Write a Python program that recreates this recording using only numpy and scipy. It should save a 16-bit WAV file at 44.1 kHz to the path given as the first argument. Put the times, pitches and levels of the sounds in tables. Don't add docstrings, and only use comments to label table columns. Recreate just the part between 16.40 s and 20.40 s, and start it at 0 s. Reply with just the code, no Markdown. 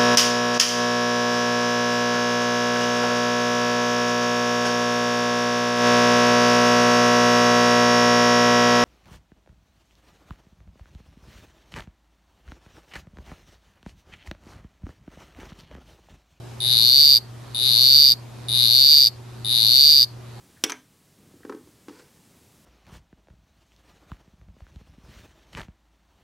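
import sys
import numpy as np
from scipy import signal
from scipy.fft import rfft, irfft
from scipy.io import wavfile
from scipy.ndimage import uniform_filter1d, minimum_filter1d

SR = 44100
rng = np.random.default_rng(int(sys.argv[2]) if len(sys.argv) > 2 else 0)


def wav_record(signal):
    frames = np.transpose(np.atleast_2d(signal))
    bounded = np.clip(frames, -1, 1)
    quanta = np.round(bounded * 32767).astype(np.int16)
    wavfile.write(sys.argv[1], SR, quanta)


N = 176400


def amp(db):
    return 10 ** (np.asarray(db) / 20)


def unit_rms(x):
    return x / np.sqrt(np.mean(abs(x) ** 2) + 1e-20)


def curve(points, hz):
    f, value = np.transpose(points)
    return np.interp(np.log(hz + 1), np.log(f + 1), value)


def envelopes(table, progress):
    at, *columns = np.transpose(table)
    return [np.interp(progress, at, column) for column in columns]


def drift(rate_hz):
    hz = np.fft.rfftfreq(N, 1 / SR)
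    return unit_rms(irfft(rfft(rng.standard_normal(N)) * np.exp(-(hz / rate_hz) ** 2), N))


def minimum_phase(gain):
    log_gain = np.log(np.maximum(gain, 1e-6))
    mirrored = np.concatenate([log_gain, log_gain[-2:0:-1]])
    return np.exp(np.conj(signal.hilbert(mirrored)))[:len(gain)]


# (frequency [Hz], level [dB], waver depth [0-1])
MOTOR_PARTIALS = [(61, -61.5, 0.43), (119.6, -35, 0.2), (180.4, -68, 0.97), (221.7, -52.5, .8),
                  (371.5, -51.5, 0.34), (740, -61, 0.34)]


def motor_hum(waver_hz=8.4):
    t = np.arange(N) / SR
    out = np.zeros(N)
    for hz, db, depth in MOTOR_PARTIALS:
        waver = 1 - depth + depth * (drift(waver_hz) + 1j * drift(waver_hz)) / np.sqrt(2)
        tone = np.exp(2j * np.pi * (hz * t + rng.random()))
        out += amp(db) * unit_rms((waver * tone).real)
    return out


# (frequency [Hz], relative level [dB])
AIR_EQ = [(20, -22), (45, -14.5), (80, -4), (120, -5.5), (170, -9), (330, -9), (500, -13), (1000, -16),
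          (2000, -23.5), (5000, -27.5), (10000, -34), (15000, -38)]
# (frequency [Hz], left-right correlation [0-1])
AIR_CORRELATION = [(60, 0.98), (130, 0.72), (280, 0.13), (610, 0.28), (1320, 0.5), (2870, 0.74),
                   (6220, 0.366), (13500, 0.15)]


def ventilation(level_db=-40, flutter_db=1.28, size=2048):
    hz, hop = np.fft.rfftfreq(size, 1 / SR), size // 4
    a, b, c, d, flutter = rng.standard_normal((N // hop + 5, len(hz), 5)).T
    flutter = uniform_filter1d(flutter, size=14, axis=0)
    flutter = unit_rms(uniform_filter1d(flutter, size=8, axis=1))
    correlation = curve(AIR_CORRELATION, hz)[:, None]
    left = a + 1j * b
    right = correlation * left + np.sqrt(1 - correlation ** 2) * (c + 1j * d)
    spectra = np.array([left, right]) * amp(curve(AIR_EQ, hz)[:, None] + flutter_db * flutter)
    _, air = signal.istft(spectra, nperseg=size, noverlap=size - hop)
    return amp(level_db) * unit_rms(air[:, :N])


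# (call progress [0-1], pulse rate in calls 1, 2, 3, 4 [Hz])
BUZZ_RATE = [(0.0, 126.6, 138.7, 148.9, 115.7), (0.04, 104.2, 102.0, 98.0, 101.0),
             (0.09, 136.0, 119.9, 135.4, 121.6), (0.14, 113.4, 135.8, 118.1, 127.3),
             (0.19, 129.0, 130.6, 128.1, 114.2), (0.25, 116.5, 124.2, 119.2, 113.2),
             (0.33, 109.6, 108.6, 111.4, 107.7), (0.42, 122.1, 125.8, 125.7, 118.6),
             (0.5, 124.0, 130.5, 133.2, 129.8), (0.6, 138.3, 133.5, 139.8, 141.2),
             (0.72, 147.1, 149.0, 151.3, 151.9), (0.88, 140.6, 136.1, 138.0, 139.4),
             (0.96, 106.4, 112.2, 104.3, 109.3), (1.0, 207.3, 239.3, 285.2, 278.2)]


def larynx_snaps(start, length, call, jitter=0.02797):
    times, slips = [0], rng.standard_normal(200)
    while times[-1] <= length:
        rate_hz = envelopes(BUZZ_RATE, times[-1] / length)[call]
        times.append(times[-1] + 1 / rate_hz)
    gaps = np.diff(times)
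    return start + np.array(times[:-1]) + jitter * gaps * slips[:len(gaps)]


# (call progress [0-1], main resonance [Hz], main width [Hz],
# upper resonance [Hz], upper width [Hz], upper gain [dB])
SAC_SWEEP = [(0, 3700, 600, 10170, 610, 1), (.2, 4090, 580, 11100, 930, -2),
             (.45, 4396, 380, 11650, 647, -2), (.75, 4653, 272, 12140, 450, -2.5),
             (.95, 4740, 257, 12250, 406, -2)]


def vocal_sac(hz, progress, tuning):
    main_hz, main_width, upper_hz, upper_width, upper_db = envelopes(SAC_SWEEP, progress)
    main = 1 / ((tuning * main_hz) ** 2 - hz ** 2 + 1j * hz * main_width)
    upper = amp(upper_db) / ((tuning * upper_hz) ** 2 - hz ** 2 + 1j * hz * upper_width)
    return main + upper


# (start [s], length [s], level trim [dB], sac tuning [ratio])
CALL_CUES = [(.2041, .582, 0.6, 0.996), (1.1468, 0.59, 0.3, 1.003), (2.0849, .6015, 1.2, 1.006),
             (3.0474, 0.6, 1.4, 1.007)]
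# (call progress [0-1], relative level [dB])
CALL_SWELL = [(0, -10.5), (.08, -4.5), (.19, -1), (.35, 0.5), (.55, 8), (.75, 11), (.9, 10.5), (.97, 9.5),
              (1, -6)]
# (frequency [Hz], relative level [dB])
BODY_EQ = [(700, -38), (1600, -28), (2100, -18), (2800, -17), (3030, -7), (3260, -16), (3520, -3),
           (3760, 3), (4020, -4), (4250, -4), (4450, 0), (4700, 0), (4950, -5), (5250, -11), (6100, -9),
           (6700, -14), (8400, -2), (10600, 0), (12100, -4), (12900, -20), (13700, -26), (15000, -38)]
# (frequency [Hz], relative level [dB])
PUFF_EQ = [(1000, -33), (2300, -2.5), (4500, -9), (6200, 5.5), (7000, -1), (8300, -1.5), (9300, -6.5),
           (11500, -1), (13000, -22.5), (15000, -28.5)]


def frog(gain_db=10.5, shimmer_db=.5, pitch_jitter=.005, puff_db=-24.5, puff_decay_s=.0065, size=1024):
    out, hz, t = np.zeros(N), np.fft.rfftfreq(size, 1 / SR), np.arange(size) / SR
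    body = minimum_phase(amp(curve(BODY_EQ, hz)))
    breath = minimum_phase(amp(curve(PUFF_EQ, hz)))
    for call, (start, length, trim_db, tuning) in enumerate(CALL_CUES):
        snaps = larynx_snaps(start, length, call)
        variations, noises = rng.standard_normal((200, 2)), rng.standard_normal((200, size))
        for onset, (force, tension), noise in zip(snaps, variations, noises):
            progress = (onset - start) / length
            sac = vocal_sac(hz, progress, tuning * (1 + pitch_jitter * tension))
            subsample_delay = np.exp(-2j * np.pi * hz / SR * (onset * SR % 1))
            ring = irfft(sac * body * subsample_delay)
            puff = irfft(rfft(noise * np.exp(-t / puff_decay_s)) * breath)
            pulse = ring / np.linalg.norm(ring) + amp(puff_db) * puff / np.linalg.norm(puff)
            db = gain_db + trim_db + envelopes(CALL_SWELL, progress)[0] + shimmer_db * force
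            slot = out[int(onset * SR):][:size]
            slot += amp(db) * pulse[:len(slot)]
    return out


# (frequency [Hz], left minus right [dB])
SPECTRAL_PAN = [(1500, 13.5), (2700, -13.5), (3020, 32.5), (3300, -43.5), (3520, 22), (3930, -3),
                (4200, 20.5), (4600, -5.5), (5400, 16), (5800, -26), (7400, 6), (8100, 7.5), (9200, -9),
                (10400, -4), (11200, 5), (12100, 0), (12600, -40), (13500, 29)]
# (left delay [ms], right delay [ms], main band [dB], treble [dB])
EARLY_REFLECTIONS = [(2.47, 2.5, -32.5, -5), (3.27, 3.3, -15, -32), (4.44, 4.46, -14.5, -19),
                     (5.31, 10, -25.5, -15.5)]
# (frequency [Hz], gain [dB])
REVERB_EQ = [(2000, 1), (3700, -4.5), (4250, 8.5), (4700, -1.5), (5300, -2.5), (8000, 6), (12000, 5)]


def room(source, right_mic_delay_ms=.0061, size=32768):
    hz, t = np.fft.rfftfreq(size, 1 / SR), np.arange(size) / SR

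    def delay(left_ms, right_ms):
        return np.exp(-2j * np.pi * hz * np.array([[left_ms], [right_ms]]) / 1000)

    pan = np.array([amp(side * curve(SPECTRAL_PAN, hz) / 2) for side in (1, -1)])
    pan /= np.sqrt(np.mean(pan ** 2, axis=0))
    paths = delay(0, right_mic_delay_ms) * np.array([minimum_phase(gain) for gain in pan])
    for left_ms, right_ms, main_db, treble_db in EARLY_REFLECTIONS:
        paths += delay(left_ms, right_ms) * amp(curve([(5500, main_db), (10000, treble_db)], hz))
    response = irfft(paths)
    for send_db, t60_s in (-15, .035), (-27, .25):
        tail = rng.standard_normal((2, size)) * amp(-60 * t / t60_s) * (t > .002)
        tail /= np.linalg.norm(tail[0])
        response += irfft(rfft(tail) * amp(send_db + curve(REVERB_EQ, hz)))
    return signal.fftconvolve(source[None], response, axes=1)[:, :N]


def scene():
    return room(frog()) + motor_hum() + ventilation()


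def record(dry):
    slope, hold_s, release_db_per_s, opening_duck_db = .88, .054, 12.5, 5.5
    ceiling, knee, high_cut_hz = .93, 24, 14100
    peak_db = 20 * np.log10(abs(dry).max(0) + 1e-9)
    wanted_duck_db = slope * np.maximum(peak_db, 0)
    half_hold = int(hold_s * SR / 2)
    held_db = -minimum_filter1d(-wanted_duck_db, 2 * half_hold + 1, origin=half_hold, mode="nearest")
    release_db = release_db_per_s * np.arange(N) / SR
    duck_db = np.maximum(np.maximum.accumulate(held_db + release_db), opening_duck_db) - release_db
    ducked = dry * amp(-uniform_filter1d(duck_db, size=128))
    rounded = ducked / (1 + abs(ducked / ceiling) ** knee) ** (1 / knee)
    high_cut = signal.firwin(255, high_cut_hz, window=("kaiser", 8), fs=SR)
    return signal.oaconvolve(rounded, high_cut[None], "same")


dry = scene()
out = record(dry)
wav_record(out)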